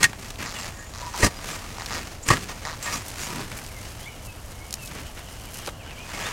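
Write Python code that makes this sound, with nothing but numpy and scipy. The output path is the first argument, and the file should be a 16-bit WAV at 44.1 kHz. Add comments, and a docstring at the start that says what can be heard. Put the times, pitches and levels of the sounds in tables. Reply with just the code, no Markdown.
"""A garden bed: a steel shovel is stabbed three times into loose soil, levered against roots
that stick and slip, and dragged through the crumbs. The blade is choked while buried and sings
faintly when it comes free. A gloved hand scoops soil, brushes mulch and snaps rootlets, then
the blade scrapes again. Birds whistle over a low outdoor rumble."""
import sys
import numpy as np
from scipy import signal
from scipy.fft import rfft, irfft, next_fast_len
from scipy.io import wavfile

SR = 44100
rng = np.random.default_rng(int(sys.argv[2]) if len(sys.argv) > 2 else 0)


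def output_pcm(signal):
    """Save a mono or channel-first signal as 16-bit PCM at the path in sys.argv[1].

    Samples are clipped to [-1, 1] before scaling.
    """
    pcm = np.clip(np.atleast_2d(signal).T, -1, 1) * 32767
    wavfile.write(sys.argv[1], SR, np.round(pcm).astype(np.int16))


N = 278712
TIME_S = np.arange(N) / SR


def from_db(db):
    """Decibels to gain."""
    return 10 ** (np.asarray(db) / 20)


def unit_rms(x):
    """Scale to unit power."""
    return x / np.sqrt(np.mean(x ** 2) + 1e-20)


def curve(rows):
    """Interpolate (seconds, value) rows at every sample."""
    return np.interp(TIME_S, *np.transpose(rows))


def band(x, edge_hz, kind, order=2):
    """Butterworth filter."""
    return signal.sosfilt(signal.butter(order, edge_hz, kind, fs=SR, output="sos"), x + 1e-18)


def coloured(x, spectrum):
    """Give a white source a smooth spectrum; rms 1."""
    hz, db = np.transpose(spectrum)
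    size = next_fast_len(N)
    bins_hz = np.maximum(np.fft.rfftfreq(size, 1 / SR), 1)
    gain = from_db(np.interp(np.log(bins_hz), np.log(hz), db))
    return unit_rms(irfft(rfft(x, size) * gain, size)[:N])


def drift(rate_hz):
    """Smooth random wander; rms 1."""
    knots = rng.standard_normal(N // 20)
    return unit_rms(np.interp(TIME_S * rate_hz, np.arange(len(knots)), knots))


def ring(x, hz, t60_s):
    """A resonance that keeps the power of white noise."""
    radius = np.exp(-np.log(1000) / (t60_s * SR))
    zeros = np.sqrt((1 - radius ** 2) / 2) * np.array([1, 0, -1])
    poles = [1, -2 * radius * np.cos(2 * np.pi * hz / SR), radius ** 2]
    return signal.lfilter(zeros, poles, x + 1e-18)


def grains(per_s, spread_db, clump_db):
    """Tiny fractures of uneven size that come in clumps; rms 1."""
    born = rng.random(N) < per_s / SR
    size_db = spread_db * np.minimum(rng.exponential(1, N), 4)
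    size_db += clump_db * np.clip(drift(rate_hz=260), -2, 2)
    return unit_rms(born * from_db(size_db) * rng.choice([-1, 1], N))


def add(out, start_s, sound, peak_db):
    """Mix a sound in at a given time and peak."""
    at = min(int(start_s * SR), N - 1)
    out[at:at + len(sound)] += (from_db(peak_db) * sound / np.abs(sound).max())[:N - at]


# Outdoor background spectrum. Each row: frequency in Hz, relative density in dB.
GARDEN_SPECTRUM = [(12, -31), (20, 4.5), (49, 2), (107, 2.5), (168, -10.5), (222, -9.5), (388, -14.5),
                   (678, -12), (2020, -24.5), (2750, -30), (3740, -28), (4420, -28), (7730, -29.5),
                   (13900, -36), (16000, -41)]


def garden(rms_db=-40):
    """Distant rumble and the faint hiss of leaves."""
    return from_db(rms_db) * coloured(rng.standard_normal(N), GARDEN_SPECTRUM)


# Modes of the free blade. Each row: frequency in Hz, relative level in dB, T60 in seconds.
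BLADE_MODES = [(975, -4, .16), (1150, -4, .13), (1212, -1, .16), (1685, -5, .18), (1852, 2, .2),
               (2150, -9, .1), (2390, -8, .11), (2520, -6, .11), (3100, -10, .09), (3850, -10, .09),
               (4030, -7, .13), (4925, -3, .16), (5400, -9, .07), (5780, -6, .08), (6590, -6, .16),
               (6790, -7, .13), (7050, -7, .16), (7630, -3, .16), (8440, -11, .1), (9160, -9, .1)]


def blade(force, damping, centre_hz, width_octaves):
    """Steel modes: damping divides their T60, the contact point favours those near centre_hz."""
    mode_hz, mode_db, free_t60_s = np.transpose(BLADE_MODES)
    weights = from_db(mode_db) / (1 + (np.log2(mode_hz / centre_hz) / width_octaves) ** 2)
    weights /= np.linalg.norm(weights)
    modes = zip(weights, mode_hz, free_t60_s / damping)
    return sum(weight * ring(force, hz, t60_s) for weight, hz, t60_s in modes)


def stroke_power(strokes, build_share=.6):
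    """Pressure builds, holds and lets go, and the soil settles: power of crumbs, clods and grit."""
    power = np.zeros((3, N))
    for start_s, length_s, settle_s, db, clods_db, grit_db in strokes:
        t = TIME_S - start_s
        build = np.sin(np.pi / 2 * np.clip(t / (build_share * length_s), 0, 1))
        release = np.exp(-np.clip((t - length_s) / settle_s, 0, 20))
        power += (from_db([[db], [db + clods_db], [db + grit_db]]) * build * release) ** 2
    return power


# The blade pushes, levers or drags. Each row: start, length and settling time in seconds,
# crumb level in dB, clod and grit levels in dB re crumbs.
SHOVEL_STROKES = [(0.0, 0.021, 0.063, -34.5, 2, -3), (.14, 0.17, 0.0036, -45, 0, 0),
                  (.38, 0.058, 0.033, -34.5, -3.5, -5), (.45, 0.24, 0.019, -41, -6.5, -1.5),
                  (.92, 0.21, .04, -49, -16, 1), (1.13, 0.14, 0.018, -37, -6, 3),
                  (1.41, 0.15, 0.035, -39, -5, -0.5), (1.60, 0.2, 0.0091, -56, 6, -2),
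                  (1.87, .11, 0.043, -36, -4, -4.5), (2.24, .12, 0.071, -36.5, 3, -1.5),
                  (2.475, 0.043, 0.0091, -37.5, -8, -4.5), (2.39, .045, .015, -47, -3, 4),
                  (2.60, 0.097, .03, -42.5, -8.5, -2.5), (2.80, 0.1, .03, -37.5, -13, -0.5),
                  (2.90, 0.056, 0.029, -34, -3, 0), (6.04, 0.3, .03, -35.5, -7, -4.5)]
# The glove sweeps and scoops. Each row: as in SHOVEL_STROKES.
GLOVE_SCOOPS = [(3.15, 0.13, .04, -37, -6, 0), (3.23, 0.2, .05, -38.5, 2, -5),
                (3.49, 0.12, .03, -43.5, -5.5, -12), (3.73, 0.19, .04, -49.5, -2, 0.5),
                (3.98, 0.046, 0.018, -46, -1, -2), (4.50, 0.03, 0.0099, -45.5, 1.5, -3),
                (4.87, .13, .05, -41.5, 0, -6.5), (5.15, 0.049, 0.047, -46, -8, -14),
                (5.51, 0.198, .005, -46.5, -5, -1), (5.82, 0.11, 0.018, -47, -2.5, -20)]
# Loose soil trickling between strokes. Each row: time in seconds, crumb level in dB.
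TRICKLE_LEVELS = [(.1, -65), (.33, -49.5), (.8, -50), (1.5, -44.5), (2.1, -42.5), (2.2, -53), (2.4, -47),
                  (3.15, -44), (3.9, -50), (4.3, -54), (5.6, -49.5), (5.75, -59.5), (6.0, -47.5)]
# Spectrum of crumbling soil. Each row: frequency in Hz, relative density in dB.
SOIL_SPECTRUM = [(120, 7.5), (300, 1.5), (420, 1.5), (700, -3.5), (1050, -4.5), (2000, -5), (2900, -6),
                 (3600, -8.5), (4400, -10), (6500, -10.5), (9500, -16.5), (16000, -26)]


def scraping(trickle_clods_db=-5, trickle_grit_db=-1.5, rub_db=-8.5):
    """One stream of fractures sounds in clods, crumbs and grit, and rings the blade rubbing through."""
    shovel_power = stroke_power(SHOVEL_STROKES)
    trickle = from_db(curve(TRICKLE_LEVELS)) * from_db([[0], [trickle_clods_db], [trickle_grit_db]])
    crumbs_gain, clods_gain, grit_gain = np.sqrt(shovel_power + stroke_power(GLOVE_SCOOPS) + trickle ** 2)
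    fractures = grains(per_s=5000, spread_db=3.1, clump_db=2.2)
    soil = coloured(fractures, SOIL_SPECTRUM)
    clods = clods_gain * unit_rms(band(soil, [140, 500], "band"))
    crumbs = crumbs_gain * unit_rms(band(soil, [500, 2900], "band", order=3))
    grit = grit_gain * unit_rms(band(soil, 4250, "high", order=4))
    rub = np.sqrt(shovel_power[0]) * fractures
    steel = from_db(rub_db) * blade(rub, damping=.74, centre_hz=2000, width_octaves=6.6)
    return clods + crumbs + grit + steel


# The blade bites into soil and stones. Each row: peak time in seconds, level in dB, rise and decay
# in seconds, relative treble and ring levels in dB, ring centre in Hz, relative thud level in dB.
BLADE_BITES = [(0.0318, -12.5, .0015, .0026, 3, -1, 2000, -20),
               (0.0417, -14.5, .0006, .006, 2.5, 2.5, 1950, -18), (0.040, -28, .016, .014, 0, -3, 1900, -8),
               (1.205, -30, .012, .02, -1, -8, 4900, 2), (1.2345, -19, .007, .007, -4, -.5, 1500, 3),
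               (1.247, -16.5, .004, .009, -1.5, -2, 4900, 0), (1.267, -23, .005, .009, -3, -2, 950, 4),
               (2.2876, -18, .001, .006, 1, -5, 2000, -4), (2.3045, -20, .002, .010, -3.5, 3, 1250, 5),
               (2.313, -25.5, .002, .014, -6, 2, 1800, 6), (2.337, -27, .005, .007, -5, 1, 1200, 6)]
# Spectrum of a stab's crunch. Each row: frequency in Hz, relative density in dB.
CRUNCH_SPECTRUM = [(50, 2), (170, 2), (420, 0), (750, -5), (1200, -1), (2100, -2), (2900, -10), (3600, -12),
                   (4400, -6), (7000, -3.5), (9000, -6), (11000, -17), (16000, -26)]


def stabs(ground_hz=106, ground_t60_s=.058):
    """Each bite crushes grit, rings the buried blade and thumps the bed, a damped spring."""
    out = np.zeros(N)
    grit = grains(per_s=24000, spread_db=1.3, clump_db=.6)
    crunch = coloured(grit, CRUNCH_SPECTRUM)
    deep = band(crunch, 700, "low", order=3)
    coarse = band(band(crunch, 950, "high", order=3), 2500, "low")
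    fine = -band(crunch, 2800, "high")
    for peak_s, db, rise_s, decay_s, treble_db, ring_db, centre_hz, thud_db in BLADE_BITES:
        span = slice(max(0, int((peak_s - .1) * SR)), int((peak_s + .2) * SR))
        t = TIME_S[span] - peak_s
        push = from_db(db) * np.exp(np.minimum(t / rise_s, -t / decay_s))
        after_s = np.maximum(t, 0)
        ground_decay = np.exp(-np.log(1000) * after_s / ground_t60_s)
        thump = from_db(db + 1.5) * np.sin(2 * np.pi * ground_hz * after_s) * ground_decay
        steel = blade(push * grit[span], damping=4.8, centre_hz=centre_hz, width_octaves=.35)
        out[span] += push * (coarse[span] + from_db(treble_db) * fine[span])
        out[span] += from_db(thud_db) * (thump + 1.78 * push * deep[span])
        out[span] += from_db(ring_db + 1.5) * steel
    return out


def crack(t60_s):
    """A sharp release followed by a short splintering."""
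    t = TIME_S[:4096]
    burst = .35 * rng.standard_normal(len(t)) * np.exp(-np.log(1000) * t / t60_s)
    burst[0] = 1.34
    return burst


# Rootlets and twigs snap, pebbles knock.
# Each row: start in seconds, peak in dB, nominal pitch in Hz, T60 in seconds.
TWIG_SNAPS = [(0.1317, -24.5, 1450, 0.025), (0.3057, -18, 5150, 0.0044), (0.358, -26, 4220, 0.0085),
              (0.4257, -21, 2800, .007), (0.609, -36, 2500, .014), (.6224, -32, 3500, .005),
              (0.939, -34, 4540, 0.01), (1.3905, -28.5, 1530, .018), (1.86, -19.5, 5240, 0.03),
              (2.281, -16.5, 9100, .025), (2.364, -23, 1980, .024), (2.3706, -14.5, 2090, 0.012),
              (2.377, -19, 1250, .01), (2.827, -19, 7700, 0.04), (3.5169, -21, 1830, 0.021),
              (3.664, -23.5, 6660, 0.014), (4.708, -20, 8000, 0.0065), (4.727, -16, 7000, 0.017),
              (4.74, -13, 7200, 0.014), (4.875, -22.5, 7100, 0.027), (5.590, -27, 5000, 0.008),
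              (5.663, -18, 4480, .006), (5.674, -17.5, 4000, .005), (5.676, -17.5, 673, 0.033),
              (5.689, -22.5, 1770, 0.015)]


def snaps():
    """Single cracks: the thinner the twig, the higher the pitch."""
    out = np.zeros(N)
    for start_s, peak_db, hz, t60_s in TWIG_SNAPS:
        snap = band(crack(t60_s), [hz / 1.72, hz * 1.07], "band", order=1)
        add(out, start_s, snap, peak_db)
    return out


# Roots slip over the edge. Each row: start and end in seconds, first and last rate in slips per
# second, starting peak in dB, level change over the run in dB, low-pass edge in Hz.
ROOT_SLIPS = [(0.46, 0.555, 224, 136, -21.5, -11, 7000), (.588, 0.686, 85, 85, -22, -1.5, 5000),
              (.938, 1.084, 92, 174, -25.5, -6, 7000), (1.139, 1.193, 190, 130, -21.5, -11, 4000),
              (1.784, 1.827, 78, 90, -21.5, 6, 2010), (1.908, 1.993, 125, 165, -17, -5.5, 3500),
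              (2.492, 2.519, 102, 64, -25.5, -9.5, 2200), (2.652, 2.75, 147, 168, -17, -9.5, 1540),
              (3.331, 3.429, 74, 110, -34, 12, 1800)]


def roots(ring_db=-6, spread_db=1.5):
    """A taut root sticks and slips; every slip knocks on the buried blade and rasps at its tip."""
    out = np.zeros(N)
    for start_s, end_s, first_per_s, last_per_s, peak_db, change_db, edge_hz in ROOT_SLIPS:
        slip_s = start_s
        slips = [(crack(t60_s=.005), rng.normal(), rng.normal()) for _ in range(30)]
        for burst, jitter, strength in slips:
            if slip_s > end_s:
                break
            progress = (slip_s - start_s) / (end_s - start_s)
            knock = ring(burst, hz=1140, t60_s=.0027) - .5 * ring(burst, hz=2350, t60_s=.0022)
            rasp = ring(burst, hz=4330, t60_s=.0012) - ring(burst, hz=7000, t60_s=.0016)
            steel = from_db(ring_db) * blade(burst, damping=6.5, centre_hz=2570, width_octaves=1.5)
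            slip = band(knock + 1.2 * rasp + steel, edge_hz, "low", order=1)
            add(out, slip_s, slip, peak_db + change_db * progress + spread_db * strength)
            slip_s += np.exp(.1 * jitter) / (first_per_s + (last_per_s - first_per_s) * progress)
    return out


# The free blade's edge slides over a pebble.
# Each row: midpoint and length in seconds, level in dB, favoured pitch in Hz, width in octaves.
PEBBLE_SLIDES = [(.60, 0.15, -49, 7800, 0.11), (0.787, 0.22, -50, 1620, 0.22),
                 (0.807, 0.3, -53, 6950, 0.19), (1.042, .13, -39.5, 930, 0.098),
                 (1.148, .035, -36.5, 1000, 0.12), (1.39, 0.18, -55, 4870, .1), (1.524, .1, -48, 7600, 0.2),
                 (1.64, 0.77, -51.5, 1170, 0.27), (1.83, .1, -54, 6900, .17), (2.235, 0.03, -41, 6900, .17),
                 (2.27, .05, -46, 9200, .12), (2.676, 0.18, -56, 4150, 0.063),
                 (2.833, 0.041, -39, 7650, 0.12), (2.868, 0.048, -31, 1600, 1),
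                 (2.936, .06, -35.5, 5830, .17), (2.938, 0.097, -37.5, 1320, 0.37),
                 (2.98, 0.045, -46, 7700, .2), (3.226, .08, -41, 6900, 0.18),
                 (3.313, 0.17, -43.5, 980, 0.15), (6.24, 0.39, -45, 1570, 0.42)]


def blade_singing():
    """Friction feeds the blade modes that suit the contact point, and they ring on briefly."""
    out = np.zeros(N)
    friction = grains(per_s=15000, spread_db=4.0, clump_db=-4.5)
    for mid_s, length_s, db, centre_hz, width_octaves in PEBBLE_SLIDES:
        span = slice(int((mid_s - length_s / 2) * SR), min(N, int((mid_s + length_s + .15) * SR)))
        pressure = np.cos(np.pi * np.clip((TIME_S[span] - mid_s) / length_s, -.5, .5))
        force = pressure * friction[span]
        tone = blade(force, damping=1.45, centre_hz=centre_hz, width_octaves=width_octaves)
        out[span] += from_db(db) * tone / np.sqrt(np.sum(tone ** 2) / (length_s * SR))
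    return out


# Near birds. Each row: start and length in seconds, first, middle and last pitch in Hz,
# relative level in dB.
BIRD_WHISTLES = [(.54, 0.06, 3090, 2810, 2680, -40), (.543, 0.035, 3380, 3480, 3250, -39),
                 (3.678, .04, 2790, 2310, 1950, -46), (3.728, .085, 2350, 2100, 2120, -44),
                 (3.986, 0.092, 2830, 3250, 3660, -46), (4.055, 0.038, 2030, 2250, 2450, -35),
                 (4.057, 0.12, 3140, 2920, 2920, -51), (4.248, 0.086, 2910, 2605, 2610, -46),
                 (4.54, 0.13, 2170, 2180, 2310, -44.5), (4.768, 0.11, 2840, 2630, 2550, -43.5),
                 (5.439, 0.072, 2970, 2380, 2320, -50), (5.775, 0.077, 3180, 2520, 2060, -47),
                 (5.848, 0.076, 1544, 1583, 1710, -47), (5.87, 0.093, 3140, 2590, 2010, -45.5),
                 (5.962, 0.11, 2110, 2496, 2380, -40), (6.242, 0.033, 3250, 3600, 3830, -35.5)]
# Far birds. Each row: time in seconds, level in dB.
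CHORUS_LEVELS = [(3.5, -74), (3.9, -53.5), (4.15, -56), (4.55, -58.5), (5.3, -54.5), (5.6, -49.5),
                 (5.8, -54)]


def birds():
    """Gliding whistles scattered among the trees, and a far chorus blurred into one band."""
    whistles = np.zeros(N)
    for start_s, length_s, *pitches_hz, db in BIRD_WHISTLES:
        progress = np.linspace(0, 1, int(length_s * SR))
        glide_hz = np.polyval(np.polyfit([0, .5, 1], pitches_hz, 2), progress)
        whistle = np.sin(np.pi * progress) * np.sin(2 * np.pi * np.cumsum(glide_hz) / SR)
        add(whistles, start_s, whistle, db + 3)
    t = TIME_S[:SR // 2]
    trunks, foliage = np.exp(-t / .015), .3 * np.exp(-t / .15)
    trees = rng.standard_normal(len(t)) * (trunks + foliage)
    scattered = signal.fftconvolve(whistles, trees / np.linalg.norm(trees))[:N]
    chorus_gain = from_db(curve(CHORUS_LEVELS) + 2.4 * drift(rate_hz=14))
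    chorus = chorus_gain * unit_rms(band(rng.standard_normal(N), [2750, 3200], "band"))
    return .7 * whistles + .55 * scattered + chorus


# The glove brushes dry mulch and leaves. Each row: peak time in seconds, level in dB.
MULCH_BRUSHES = [(3.085, -39.5), (3.24, -41), (3.58, -40), (4.015, -44.5), (4.275, -46), (4.84, -38.5),
                 (4.97, -44), (5.18, -45), (5.56, -40), (5.67, -41)]
# Flakes stirred while the hand is in the bed. Each row: time in seconds, level in dB.
RUMMAGE_LEVELS = [(2.9, -80), (3.3, -50), (4.3, -54.5), (5.66, -51), (5.72, -80)]


def mulch(rise_s=.025, decay_s=.027, tick_s=.0021):
    """Thin dry flakes tick, far brighter than the soil; each brush swells quickly and dies away."""
    brushes = np.zeros(N)
    for peak_s, db in MULCH_BRUSHES:
        t = TIME_S - peak_s
        brushes += from_db(db) * np.exp(np.clip(np.minimum(t / rise_s, -t / decay_s), -20, 0))
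    rummage = from_db(curve(RUMMAGE_LEVELS))
    ticks = grains(per_s=300, spread_db=3.2, clump_db=2.0)
    tick_power = signal.lfilter([1], [1, -np.exp(-1 / (tick_s * SR))], ticks ** 2 + 1e-12)
    splinters = np.sqrt(tick_power) * rng.standard_normal(N)
    return np.hypot(brushes, rummage) * unit_rms(band(splinters, [4500, 12500], "band"))


def scene(width_lag_s=.006, width_db=-42.5, width_treble_db=-42, hiss_db=-71):
    """Centred sources, a faint, bright stereo width from a short delayed copy, and faint wide hiss."""
    breaking = band(roots() + snaps(), .45 * SR, "low")   # root slips and twig snaps
    centre = stabs() + scraping() + mulch() + blade_singing() + breaking + birds() + garden()
    late = np.pad(centre, (int(width_lag_s * SR), 0))[:N]
    side = from_db(width_db) * late + from_db(width_treble_db) * band(late, 8600, "high", order=1)
    hiss = from_db(hiss_db) * rng.standard_normal((2, N))
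    return np.array([centre + side, centre - side]) + hiss


def record(dry):
    """Clip at full scale, then cut the top treble steeply."""
    cutoff_hz = 15900
    low_pass = signal.ellip(10, .1, 80, cutoff_hz, fs=SR, output="sos")
    return signal.sosfilt(low_pass, np.clip(dry, -1, 1))


dry = scene()
out = record(dry)
output_pcm(out)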